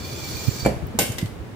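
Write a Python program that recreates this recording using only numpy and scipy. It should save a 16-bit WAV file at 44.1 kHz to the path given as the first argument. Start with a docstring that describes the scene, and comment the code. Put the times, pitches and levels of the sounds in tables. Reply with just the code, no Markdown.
"""A workbench in a small hard room, heard from close by over a low rumble.
A glass cutter's wheel scores a strip of glass: tiny cracks make a fine hiss in which the strip's
bending modes swell, fade and squeak. The wheel runs off the end and knocks on the bench, and the
freed strip rings. The cutter is tossed aside, clinks and bounces; hands bump the bench to lift
the strip."""
import sys
import numpy as np
from scipy import signal
from scipy.fft import rfft, irfft
from scipy.io import wavfile

SR = 44100
rng = np.random.default_rng(int(sys.argv[2]) if len(sys.argv) > 2 else 0)


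def generate_wav(sig):
    """Save sig (samples, or channels by samples) to the path in sys.argv[1] as 16-bit PCM at SR."""
    pcm = np.round(np.clip(np.atleast_2d(sig).T, -1, 1) * 32767).astype(np.int16)
    wavfile.write(sys.argv[1], SR, pcm)


N = 68355
T = np.arange(N) / SR

# room tone: (frequency [Hz], left [dB/Hz], right [dB/Hz])
ROOM_TONE = [(20, -94, -85), (46, -65.5, -64.5), (105, -52.5, -53.5), (148.5, -65, -60),
             (407, -64.5, -66.5), (604, -72, -72.5), (2230, -83, -83), (5200, -94.5, -93),
             (15300, -101, -103)]
# fader ride on the room tone: (time [s], gain [dB])
ROOM_TONE_FADE = [(0, 1.26), (1.15, 0.5), (1.45, -2)]
# stereo image of the noise layers: (frequency [Hz], left-right correlation [0-1])
CORRELATION = [(50, 0.56), (300, 0.65), (800, 0.22), (2000, 0.033), (6000, 0.029), (15000, 0.029)]

# hands bump bench and microphone: (peak time [s], level [dB], pitch [Hz], half length [s], pan [dB])
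BUMPS = [(0.352, -24, 78, 0.0084, -21), (0.4862, -7, 116.5, 0.0065, -55), (0.631, -20.5, 87, 0.0061, -41),
         (.657, -18.5, 105, 0.0085, -6), (0.77, -21, 83.3, 0.0062, 25), (.834, -20.5, 150.6, 0.007, 16),
         (.839, -22, 75.6, 0.016, 34), (.954, -21, 221, 0.0066, -3.5), (1.032, -28.5, 151, 0.011, -5),
         (1.1052, -18, 106, 0.0085, 1), (1.2314, -11.5, 147, 0.0038, -3.5), (1.251, -21, 116, 0.011, -0.5),
         (1.408, -28.5, 62, 0.015, -19)]
# blows on the bench top: (time [s], level [dB], pan [dB], low cut [Hz])
KNOCKS = [(.650, -9, 18, 595), (.6607, 0.5, -4.5, 61), (.689, -15, 15, 213), (0.9887, -9, -1, 232),
          (1.008, -20.5, 0, 160)]
# body of the bench: (frequency [Hz], level [dB], t60 [s])
BENCH_MODES = [(63.7, -18, 0.33), (120.2, -28, 0.65), (210.2, -16.5, 0.16), (314.6, -12, 0.063),
               (422.8, -19, 0.16), (510, -19, 0.14), (539.4, -19, 0.14), (598, -27, 0.35),
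               (660, -16.5, 0.065), (816, -16.5, 0.062)]
# dull thud of a knock: (frequency [Hz], level [dB/Hz])
THUD_SPECTRUM = [(40, -77), (130, -34.5), (400, -42.5), (750, -39.5), (1050, -56.5), (2200, -56),
                 (4000, -68), (12500, -70.5), (16000, -95)]

# ticks of glass chips and edges: (time [s], level [dB], pan [dB])
TICKS = [(.567, -5, 5), (.6618, 2, 11), (.8692, -4, 7)]
# their thin top end: (frequency [Hz], level [dB/Hz])
TICK_SPECTRUM = [(2000, -99), (8500, -101), (12500, -67), (16000, -69)]

# the handle taps down and rattles: (time [s], level [dB], pan [dB])
TAPS = [(1.1835, 4.5, 7), (1.1875, 3, 0.5), (1.214, -9, -7), (1.259, -7.5, -4)]
# click of a tap: (frequency [Hz], level [dB/Hz])
TAP_SPECTRUM = [(1200, -84), (2000, -64.5), (3200, -66.5), (4300, -68), (7500, -74), (13300, -77.5),
                (14800, -92)]
# ring of the handle: (frequency [Hz], level [dB], t60 [s])
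TAP_MODES = [(2038, -35.5, 0.16), (5700, -59, 0.15)]

# the cutter lands and bounces: (time [s], level [dB], pan [dB])
CLINKS = [(.9888, -0.5, -2), (1.007, -12.5, 5), (1.1195, -21.5, -16), (1.184, -21, -4)]
# ring of the cutter's metal: (frequency [Hz], level [dB], t60 [s])
CLINK_MODES = [(1520, -29.5, 0.26), (1841, -38, 0.21), (2153, -28.5, 0.37), (2725, -31.5, 0.45),
               (2938, -28, 0.31), (3760, -29.5, 0.22), (4900, -28, 0.17), (5034, -37.5, 0.3),
               (5610, -29.5, 0.29), (5993, -46, 0.32), (6620, -17.5, 0.049), (6950, -13, 0.033),
               (7340, -29, 0.11), (8240, -33, 0.29), (8645, -35, 0.39), (8900, -25, 0.33),
               (9600, -33, 0.25), (10520, -27, 0.36), (12230, -24.5, 0.27), (12200, -28, 0.22),
               (13600, -20, 0.17), (14665, -32, 0.26)]
# stereo spread of that ring: (frequency [Hz], pan [dB])
CLINK_PAN = [(2100, -2), (2900, 12), (3800, -1), (5900, -4), (6800, -19), (8600, 13.5)]
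# sharp attack of the contact: (frequency [Hz], level [dB/Hz])
CLINK_ATTACK = [(800, -43.5), (2000, -72), (4500, -50.5), (7200, -53), (9500, -52.5), (13500, -52.5),
                (15200, -64), (16200, -80)]
# the room's answer to a clink: (frequency [Hz], left [dB/Hz], right [dB/Hz])
CLINK_TAIL = [(494, -56, -51.5), (1230, -62.5, -63), (3050, -61, -56), (4150, -62.5, -66),
              (8400, -63.5, -61), (10600, -62.5, -76), (14400, -67, -67), (15800, -88, -85)]

# the wheel catches: (peak time [s], pitch [Hz], level [dB], half length [s], pan [dB])
SQUEAKS = [(0.303, 10630, -44, 0.013, 3), (0.388, 2385, -41, 0.015, -5), (0.402, 7300, -39, 0.008, -1),
           (0.511, 7290, -39, 0.023, -4), (0.607, 4590, -29.5, 0.0047, -8), (0.625, 4620, -33, 0.0063, -10)]
# the scoring gesture: (time [s], wheel position [share of the strip's length], pressure [dB])
STROKE = [(0, 0.166, -1), (0.092, 0.251, -1.5), (0.255, 0.423, 1.5), (0.435, 0.649, 2.5),
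          (0.519, 0.842, 0.5), (0.587, 0.961, 3.5), (0.64, 0.992, -2.5)]
# hiss of the tiny cracks: (frequency [Hz], left [dB/Hz], right [dB/Hz])
CRACK_HISS = [(736, -82.5, -78.5), (2570, -82.5, -85.5), (4200, -78, -76), (5300, -77.5, -76),
              (6500, -82.5, -75.5), (8560, -84.5, -84), (9600, -90, -96), (11500, -88, -97),
              (13400, -90, -90), (14700, -79.5, -81), (15200, -82, -90), (16000, -108, -108)]
# the strip's bending modes, second to sixth: (frequency [Hz], width [Hz], level [dB], pan [dB])
BENDING_MODES = [(2333, 86, -49, -2), (4460, 150, -48, -7), (7315, 79, -53.5, -23),
                 (10580, 57.6, -55.5, 23), (14660, 45, -51, -15)]
# each bending mode as the strip springs free: (level [dB])
FREE_RING_DB = [-21.5, -27.5, -31.5, -39, -50]
# other modes of strip and cutter:
# (frequency [Hz], width [Hz], level [dB], pan [dB], growth from end to end [dB])
OTHER_MODES = [(3473, 130, -56, 3, -26), (5910, 360, -53.5, 5, 9), (9410, 32, -61.5, 21, -17)]

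ROOM_T60_S, ROOM_BUILD_S, REVERB_DB = 0.44, 0.0025, -2.5


def from_db(db):
    return 10 ** (np.asarray(db) / 20)


def rms_one(x):
    return x / np.sqrt(np.mean(x ** 2) + 1e-20)


def pan(db):
    """Constant-power stereo gains; db is left minus right."""
    return rms_one(from_db([[db / 2], [-db / 2]]))


def butter(x, order, hz, kind):
    return signal.sosfilt(signal.butter(order, hz, kind, fs=SR, output="sos"), x)


def drift(rate_hz):
    """Smooth random modulation, rms 1."""
    pole = np.exp(-2 * np.pi * rate_hz / SR)
    return rms_one(signal.lfilter([1], [1, -2 * pole, pole * pole], rng.standard_normal(N + SR))[SR:])


def colour(white, spectrum):
    """Shapes two unrelated white signals into a stereo pair with the given spectrum."""
    log_hz = np.log(np.arange(N // 2 + 1) * SR / N + 1)
    hz, *channels = np.transpose(spectrum)
    gain = from_db([np.interp(log_hz, np.log(hz), db) for db in channels]) * np.sqrt(SR / 2)
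    hz, alike = np.transpose(CORRELATION)
    alike = np.interp(log_hz, np.log(hz), alike)
    mid, side = rfft(white)
    stereo = np.sqrt((1 + alike) / 2) * mid + np.sqrt((1 - alike) / 2) * side * [[1], [-1]]
    return irfft(gain * stereo, N)


def noise(spectrum):
    return colour(rng.standard_normal((2, N)), spectrum)


def metallic_noise(spectrum, spacing_hz=44.13, spread_db=4):
    """Noise gathered into the metal's crowd of weak, narrow partials."""
    hz = np.arange(N // 2 + 1) * SR / N
    heights = np.minimum(rng.standard_normal(4000), 2)
    ripple = from_db(spread_db * np.interp(hz / spacing_hz, np.arange(len(heights)), heights))
    rippled = irfft(rfft(rng.standard_normal((2, N))) * rms_one(ripple), N)
    return colour(rippled, spectrum)


def decay(s, t60):
    """Starts at time s and falls 60 dB every t60 seconds."""
    return (T >= s) * 1000. ** (-np.maximum(T - s, 0) / t60)


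def attack(s, build_s):
    """Fades in from time s."""
    return 1 - np.exp(-np.maximum(T - s, 0) / build_s)


def swell(s, half_s):
    """Bell-shaped envelope peaking at time s."""
    return 1 / np.cosh(np.clip(np.pi / 2 * (T - s) / half_s, -50, 50))


def bursts(hits, t60):
    """Stereo envelope of a series of dying hits."""
    return np.sqrt(sum((from_db(db) * pan(pan_db) * decay(s, t60)) ** 2 for s, db, pan_db in hits))


def ring(s, hz, t60):
    return decay(s, t60) * np.sin(2 * np.pi * hz * (T - s))


def resonate(x, hz, width):
    """A resonance with steep skirts, rms 1."""
    return rms_one(butter(x, 2, [hz - width / 2, hz + width / 2], "band"))


def detune(x, shift_hz):
    """Slides a narrow band up or down in pitch."""
    return np.real(signal.hilbert(x) * np.exp(2j * np.pi * np.cumsum(shift_hz) / SR))


def room_tail(hits):
    """Envelope of the room's answer to a series of hits."""
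    tails = (from_db(db) * decay(s, ROOM_T60_S) * attack(s, ROOM_BUILD_S) for s, db, _ in hits)
    return np.sqrt(sum(tail ** 2 for tail in tails))


def in_room(x):
    """Adds diffuse reflections, different on each side."""
    response = rng.standard_normal((2, N)) * decay(ROOM_BUILD_S, ROOM_T60_S)
    response /= np.sqrt(np.sum(response ** 2, axis=1, keepdims=True))
    return x + from_db(REVERB_DB) * signal.fftconvolve(x, response, axes=1)[:, :N]


def room_tone():
    """A bed of low rumble and faint hiss that eases down at the end."""
    return noise(ROOM_TONE) * from_db(np.interp(T, *np.transpose(ROOM_TONE_FADE)))


def hand_bumps(overtone_ratio=2.09, overtone_db=-13):
    """Hands make soft, low thuds of a few cycles, with a weak overtone."""
    out = 0
    for s, db, hz, half_s, pan_db in BUMPS:
        phase = 2 * np.pi * hz * (T - s)
        tone = np.sin(phase) + from_db(overtone_db) * np.cos(overtone_ratio * phase)
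        out += from_db(db) * pan(pan_db) * swell(s, half_s) * tone
    return out


def bench_knocks(room_db=-11.5, stereo_skew_s=0.00044):
    """Each knock thuds and rings the bench top; light blows barely stir its lowest modes."""
    out = 0
    for s, db, pan_db, low_cut_hz in KNOCKS:
        blow = [(s, db, pan_db)]
        thud = noise(THUD_SPECTRUM) * (bursts(blow, t60=0.035) + from_db(room_db) * room_tail(blow))
        body = 0
        for hz, mode_db, t60 in BENCH_MODES:
            level = from_db(db + mode_db + rng.normal(0, 1))
            body += level * ring(s + rng.random((2, 1)) * stereo_skew_s, hz, t60)
        out += butter(thud - pan(pan_db) * body, 2, low_cut_hz, "high")
    return out


def glass_ticks():
    """Chips and edges of the glass give short, thin ticks."""
    return noise(TICK_SPECTRUM) * bursts(TICKS, t60=0.011)


def handle_taps(room_db=-15.5):
    """The handle settles with a dry double click and a rattle; the first tap sets it ringing."""
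    envelope = bursts(TAPS, t60=0.025) + from_db(room_db) * room_tail(TAPS)
    clicks = metallic_noise(TAP_SPECTRUM) * envelope
    first_s = TAPS[0][0]
    rings = sum(from_db(db) * ring(first_s + rng.random((2, 1)) / hz, hz, t60)
                for hz, db, t60 in TAP_MODES)
    return clicks + in_room(rings)


def cutter_clinks(top_waver_rad=2.3):
    """Each landing gives a crack, a metallic ring blurred by rattling, and a bright room tail."""
    out = noise(CLINK_ATTACK) * bursts(CLINKS, t60=0.028)
    out += metallic_noise(CLINK_TAIL) * room_tail(CLINKS)
    top_hz = CLINK_MODES[-1][0]
    for hz, db, t60 in CLINK_MODES:
        pan_db = np.interp(hz, *np.transpose(CLINK_PAN))
        waver = top_waver_rad * (hz / top_hz) ** 2 * drift(65)
        phase = 2 * np.pi * (hz * T + rng.random((2, 1)) / 2) + waver
        out += from_db(db) * pan(pan_db) * bursts(CLINKS, t60) * np.sin(phase)
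    return out


def freed_strip(edge_s, room_db=-17.5):
    """The wheel drops off the edge; the strip rings freely and lingers in the room."""
    tail = from_db(room_db) * decay(edge_s, ROOM_T60_S)
    envelope = attack(edge_s, build_s=0.0029) * np.hypot(decay(edge_s, t60=0.13), tail)
    tones = 0
    for (hz, _, _, pan_db), db in zip(BENDING_MODES, FREE_RING_DB):
        phase = 2 * np.pi * (hz * T + rng.random((2, 1)) / 4)
        tones += from_db(db) * pan(pan_db) * np.sin(phase)
    return envelope * tones


def wheel_squeaks(waver_hz=20.4):
    """Where the wheel catches, one mode sings out in a brief, wavering tone."""
    out = 0
    for s, hz, db, half_s, pan_db in SQUEAKS:
        phase = 2 * np.pi * np.cumsum(hz + waver_hz * drift(71)) / SR
        out += from_db(db) * pan(pan_db) * swell(s, half_s) * np.sin(phase)
    return in_room(out)


def micro_cracks(per_s=5000, spread_db=2):
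    """A dense run of tiny fractures of uneven size, rms 1."""
    sizes = from_db(spread_db * np.minimum(rng.exponential(1, N), 5)) * rng.choice([-1, 1], N)
    return rms_one(sizes * (rng.random(N) < per_s / SR))


def strip_bending(position, node_leak=0.71, flare_db=0.5, stiffen_hz=45.06, wander_share=0.345):
    """Cracks drive the bending modes; each dips in level and pitch as the wheel crosses its nodes."""
    out = 0
    for order, (hz, width, db, pan_db) in enumerate(BENDING_MODES, start=2):
        shape = np.cos((order + .5) * np.pi * position + np.pi / 4)   # zero at a node
        drive = np.hypot(shape, node_leak) * from_db(flare_db * drift(23))   # flares as the wheel bites
        shift_hz = stiffen_hz * shape ** 2 + wander_share * width * drift(7.9)
        mode = detune(resonate(micro_cracks(), hz, width), shift_hz)
        out += from_db(db) * pan(pan_db) * drive * mode
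    return out


def wheel_scoring(edge_s, release_s=0.011, judder_db=1.1, rasp_hz=(4700, 11000), rasp_growth_db=2.5):
    """The glass cracks under the wheel: hiss and resonances ride the pressure up to the edge."""
    times, positions, pressures_db = np.transpose(STROKE)
    position = np.interp(T, times, positions)
    pressure = from_db(np.interp(T, times, pressures_db) + judder_db * drift(58))
    release = np.exp(-np.maximum(T - edge_s, 0) / release_s)
    hiss = colour(np.array([micro_cracks(), micro_cracks()]), CRACK_HISS)
    # the rasp band starts ducked and opens up along the strip
    hiss += butter(hiss, 1, rasp_hz, "band") * (from_db(rasp_growth_db * (position - 1)) - 1)
    modes = strip_bending(position)
    for hz, width, db, pan_db, growth_db in OTHER_MODES:
        level = from_db(db + growth_db * (position - .5))
        modes += level * pan(pan_db) * resonate(micro_cracks(), hz, width)
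    return in_room((hiss + modes) * pressure * release)


def scene():
    """The cut up front, then the handling at the bench, all over the room tone."""
    edge_s = 0.649   # the wheel reaches the end of the strip
    cut = wheel_scoring(edge_s) + wheel_squeaks() + freed_strip(edge_s)
    handling = bench_knocks() + hand_bumps() + cutter_clinks() + handle_taps() + glass_ticks()
    return cut + handling + room_tone()


def record(dry, low_cut_hz=36, ceiling=1.2, high_cut_hz=15900):
    """Master chain: low cut, soft saturation on the peaks, steep high cut."""
    thinned = butter(dry, 2, low_cut_hz, "high")
    rounded = ceiling * np.tanh(thinned / ceiling)
    return signal.sosfilt(signal.ellip(10, .1, 80, high_cut_hz, fs=SR, output="sos"), rounded)


dry = scene()
out = record(dry)
generate_wav(out)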